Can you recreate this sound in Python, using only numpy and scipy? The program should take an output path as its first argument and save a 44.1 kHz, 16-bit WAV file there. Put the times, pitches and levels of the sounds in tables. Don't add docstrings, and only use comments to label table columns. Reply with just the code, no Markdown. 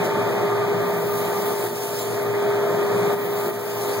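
import sys
import numpy as np
from scipy import signal
from scipy.fft import rfft, irfft, next_fast_len
from scipy.io import wavfile
from scipy.ndimage import uniform_filter1d, map_coordinates

SR = 44100
rng = np.random.default_rng(int(sys.argv[2]) if len(sys.argv) > 2 else 0)


def digitize_waveform(pressure):
    field = np.atleast_2d(pressure).T
    bounded = np.clip(field, -1, 1)
    quanta = np.round(bounded * 32767).astype(np.int16)
    wavfile.write(sys.argv[1], SR, quanta)


N = 176400


def amp(db):
    return 10 ** (np.asarray(db) / 20)


def unit(x):
    return x / np.sqrt(np.mean(x ** 2) + 1e-20)


def pan(lean_db):
    return amp(lean_db * np.array([[.5], [-.5]]))


def along(points, hz):
    f, value = np.transpose(points)
    return np.interp(np.log(hz + 1), np.log(f + 1), value)


def curve(points):
    return np.interp(np.arange(N) / SR, *np.transpose(points))


def wobble(rate):
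    knots = rng.standard_normal(2048)
    return map_coordinates(knots, [np.arange(N) * rate / SR], mode="wrap")


def filtered(x, response):
    size = next_fast_len(N + SR // 2)
    return irfft(rfft(x, size) * response(np.fft.rfftfreq(size, 1 / SR)), size)[..., :N]


def coloured(x, colour):
    return unit(filtered(x, lambda f: amp(along(colour, f))))


def turbulence(patchy_db):
    spectra = signal.stft(rng.standard_normal((2, N)), nperseg=512)[2]
    patches = uniform_filter1d(rng.standard_normal(spectra.shape[1:]), size=6, axis=0)
    patches = uniform_filter1d(patches, size=10, axis=1)
    return signal.istft(spectra * amp(patchy_db * unit(patches)), nperseg=512)[1][:, :N]


def tone(hz, db, lead, flutter_db, drift_hz=.25):
    phase = 2 * np.pi * np.cumsum(hz + drift_hz * wobble(4.92)) / SR
    phase += 0.062 * flutter_db * wobble(27.43)
    flutter = unit(amp(flutter_db * unit(wobble(7.05) + wobble(30.2))))
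    return amp(db) * flutter * np.sqrt(2) * np.sin([phase + lead / 2, phase - lead / 2])


def fan(blade_hz=407.4, throb_hz=11.5):
    # multiple of the blade rate, level/dB, left lead/rad, flutter/dB
    harmonics = [(1, -24, 0.93, 0.5), (2, -51.5, 0, 3), (3, -44, 0, 3)]
    # t/s, level/dB
    swell = [(0, -2), (.4, -1), (.8, -1), (1.2, 0), (1.9, 0), (2.4, 1), (3, 0.7), (4, -0.2)]
    # t/s, share of the amplitude
    depth = [(0, .25), (.7, .25), (1, .08), (4, .06)]
    throb = 1 + curve(depth) * np.sin(2 * np.pi * throb_hz * np.arange(N) / SR + wobble(4.83))
    drone = sum(tone(k * blade_hz, db, lead, flutter_db) for k, db, lead, flutter_db in harmonics)
    return drone * amp(curve(swell)) * throb


def airflow(roar_db=-25, flutter_db=0.3, boom_hz=183, boom_width_hz=14.5):
    # f/Hz, level/dB
    colour = [(25, -52), (50, -37), (80, -29), (103, -7.5), (135, -4), (200, -1), (300, -3.5), (420, 2),
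              (540, 0.5), (640, 4), (780, -3), (1250, -6), (1450, -9.5), (1900, -8), (2150, -8),
              (2500, -28), (3300, -15.5), (4200, -21.5), (5000, -23.5), (16000, -34.5)]
    # f/Hz, width/Hz, lift/dB
    resonances = [(115.7, 11.7, 12.5), (163.8, 23, 8), (200, 16, 0.5), (256, 13, 2.5), (299.3, 4.6, 8),
                  (355.3, 25, 8.5), (395, 7.4, 4), (455, 27, 7), (497, 13, 7.5), (594, 19, 4.5),
                  (622, 10, -0.5), (641, 14, 5), (695, 12, 6), (722, 11, 1.5), (750, 8.3, 8.5),
                  (807, 3.8, 14), (1029, 6.5, 6.5), (1050, 8.1, 3), (1234, 11, 2), (1282, 8.7, 4),
                  (1345, 25, 2), (1520, 16, 4.5), (1626, 22, 2), (1730, 26, 3.5), (1880, 32, 5),
                  (2040, 18, 3.5), (2348, 64, 11), (2473, 113, 17.5)]
    # f/Hz, width/Hz, gain/dB
    nulls = [(153.4, 14, -8), (240, 9.8, -1), (276.6, 5.2, -9.5), (371, 11, -4), (450.5, 8, -14),
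             (524, 17, -10.5), (532, 12, -3), (824, 13, -11), (984, 26, 0), (1102, 8.8, -4), (1480, 30, -1),
             (1565, 18, -1), (1844, 22, -7), (1990, 27, -5.5), (2110, 53, -5)]
    # f/Hz, side over mid/dB
    width = [(30, 14), (100, -8), (300, -8), (700, -9), (1200, -6), (2000, 5), (4000, 0)]
    # f/Hz, left over right/dB
    lean = [(30, -1), (110, 4.5), (220, 0), (480, 3), (700, 2.5), (1000, 1.5), (1800, -6.5), (4000, 3.5)]
    # t/s, level/dB
    swell = [(0, 2), (.17, 0.45), (.5, 0), (1, -0.4), (1.4, 0), (1.85, 0.9), (2.45, -0.5), (2.68, -0.5),
             (2.85, -0.5), (4, 0.5)]
    # t/s, gain/dB
    surges = [(0, 3), (.5, -2), (.82, 6), (1.1, 4.5), (1.5, 2), (1.9, -9.5), (2.5, -5), (3, 4), (3.4, 3),
              (4, -5)]

    def mid_side_eq(f):
        bells_db = sum(db / (1 + (2 * (f - hz) / span) ** 2) for hz, span, db in resonances + nulls)
        side_gain = amp(along(width, f))
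        spread = np.array([np.ones_like(f), side_gain]) / np.hypot(1, side_gain)
        return amp(along(colour, f) + bells_db) * spread

    mid, side = filtered(turbulence(patchy_db=.8), mid_side_eq)
    roar = unit(filtered(np.array([mid + side, mid - side]), lambda f: pan(along(lean, f))))
    boom = filtered(roar, lambda f: np.exp(-((f - boom_hz) / boom_width_hz) ** 2))
    roar += boom * (amp(curve(surges)) - 1)
    return roar * amp(roar_db + curve(swell) + flutter_db * wobble(25.24))


def pour(flow, colour, clump_db, lean_db, grains_per_s=2200, scatter_db=4, grain_share=.42):
    hits = rng.random((2, N)) < grains_per_s / SR
    polarity = np.sign(rng.standard_normal((2, N)))
    grains = unit(hits * polarity * amp(scatter_db * rng.standard_normal((2, N))))
    hiss = unit(turbulence(patchy_db=3.5))
    stream = np.sqrt(grain_share) * grains + np.sqrt(1 - grain_share) * hiss
    return coloured(stream, colour) * amp(curve(flow) + clump_db * wobble(35)) * pan(lean_db)


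def sawdust():
    # t/s, level/dB
    flow = [(0, -38), (.055, -40), (.1, -44), (.3, -41), (.6, -43.5), (.78, -41), (.87, -37), (1.15, -31),
            (1.45, -31.5), (1.66, -29.5), (1.9, -27.5), (2.15, -33), (2.45, -41.5), (2.7, -39),
            (2.95, -41.5), (3.2, -33), (3.42, -31), (3.65, -30.5), (3.88, -30.5), (4, -33)]
    # f/Hz, level/dB
    colour = [(3000, -2), (8000, -19), (9700, -2), (10500, -1.5), (12500, 5), (14000, 5.5), (15600, 7.5)]
    return pour(flow, colour, clump_db=0.5, lean_db=-2.0)


def grit():
    # t/s, level/dB
    flow = [(0, -48), (.055, -35.5), (.1, -47), (.65, -60), (.9, -45), (1.1, -38), (1.35, -36),
            (1.48, -35.5), (1.62, -33), (1.8, -30), (1.93, -30), (2.0, -28.5), (2.15, -35), (2.3, -45),
            (2.55, -49), (2.85, -45), (3.2, -45), (3.42, -37), (3.65, -35), (3.88, -31), (4, -35.5)]
    # f/Hz, level/dB
    colour = [(1200, -16), (2500, -1), (3300, .5), (4200, -1.3), (5200, -.6), (6800, -.3), (8000, -1.2),
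              (9600, -.8), (11000, -.5), (13000, -5), (16000, -9)]
    return pour(flow, colour, clump_db=1.3, lean_db=0.5)


def chips(rise_s=.004, fall_s=.011):
    # t/s, fine level/dB, coarse level/dB
    clumps = [(.045, -42, -38), (.895, -35, -50), (1.455, -38, -28), (1.48, -34, -32), (1.517, -35, -35),
              (1.64, -30, -36), (1.66, -31, -40), (1.987, -29, -26), (2.225, -35, -42), (2.83, -37, -44),
              (3.133, -35, -42), (3.24, -38, -50), (3.395, -34, -38), (3.493, -28.5, -44), (3.88, -35, -33)]
    # f/Hz, level/dB
    fine_colour = [(2000, -20), (4000, -27), (9000, -11), (12000, 10), (16000, 11)]
    # f/Hz, level/dB
    coarse_colour = [(1500, -14), (3000, 0), (4000, 1.5), (5200, -6.5), (8000, -9), (11000, -3), (16000, 4)]
    start, fine_db, coarse_db = np.transpose(clumps)[:, :, None]
    age = np.maximum(np.arange(N) / SR - start, 0)
    spits = 2 * (1 - np.exp(-age / rise_s)) * np.exp(-age / fall_s)
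    fine = (amp(fine_db) * spits).sum(axis=0) * coloured(rng.standard_normal((2, N)), fine_colour)
    coarse = (amp(coarse_db) * spits).sum(axis=0) * coloured(rng.standard_normal((2, N)), coarse_colour)
    return fine + coarse


def motor(whine_hz=888.8):
    # t/s, level/dB
    swell = [(0, -34), (.17, -32.5), (.3, -38), (1, -39), (1.8, -33), (2.2, -38.5), (3, -39.5), (4, -35)]
    # f/Hz, level/dB, left lead/rad, flutter/dB
    hum = [(119.1, -48.5, -1.35, 5), (921, -47, 0.29, -2), (2036, -69, -2.4, 6)]
    whine = tone(whine_hz, curve(swell), lead=0, flutter_db=1.0)
    return whine + sum(tone(*row) for row in hum)


def duct_whistle(hz=1190):
    # t/s, level/dB
    swell = [(0, -46), (.35, -40.5), (.9, -40), (1.25, -40), (1.7, -42), (2.4, -50), (4, -47)]
    return tone(hz, curve(swell), lead=0, flutter_db=5.0)


def scene():
    # t/s, level/dB
    fader = [(0, -.8), (.15, .4), (.84, .5), (1.0, -1.8), (1.52, -1.8), (1.55, -4.3), (1.669, -3.4),
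             (1.68, -8), (2.05, -5.3), (2.5, .7), (2.68, -.3), (2.95, 1.2), (3.138, .7), (3.153, -3.9),
             (3.4, -2.5), (3.503, -3.3), (3.52, -7.7), (3.75, -5.8), (3.9, -3.1), (4, -3.2)]
    mix = fan() + airflow() + sawdust() + grit() + chips() + motor() + duct_whistle()
    return mix * amp(curve(fader))


def record(dry, delay_s=16 / SR, low_cut_hz=47, top_hz=15780):
    # f/Hz, share subtracted
    crossfeed = [(480, 0), (800, .5), (1300, .95), (2200, 1), (16000, 1)]
    share = lambda f: along(crossfeed, f)
    wide = dry - filtered(dry[::-1], lambda f: share(f) * np.exp(-2j * np.pi * f * delay_s))
    low_cut = lambda f: f ** 2 / np.hypot(f ** 2, low_cut_hz ** 2)
    return filtered(wide, lambda f: low_cut(f) * (f < top_hz) / np.hypot(1, share(f)))


dry = scene()
out = record(dry)
digitize_waveform(out)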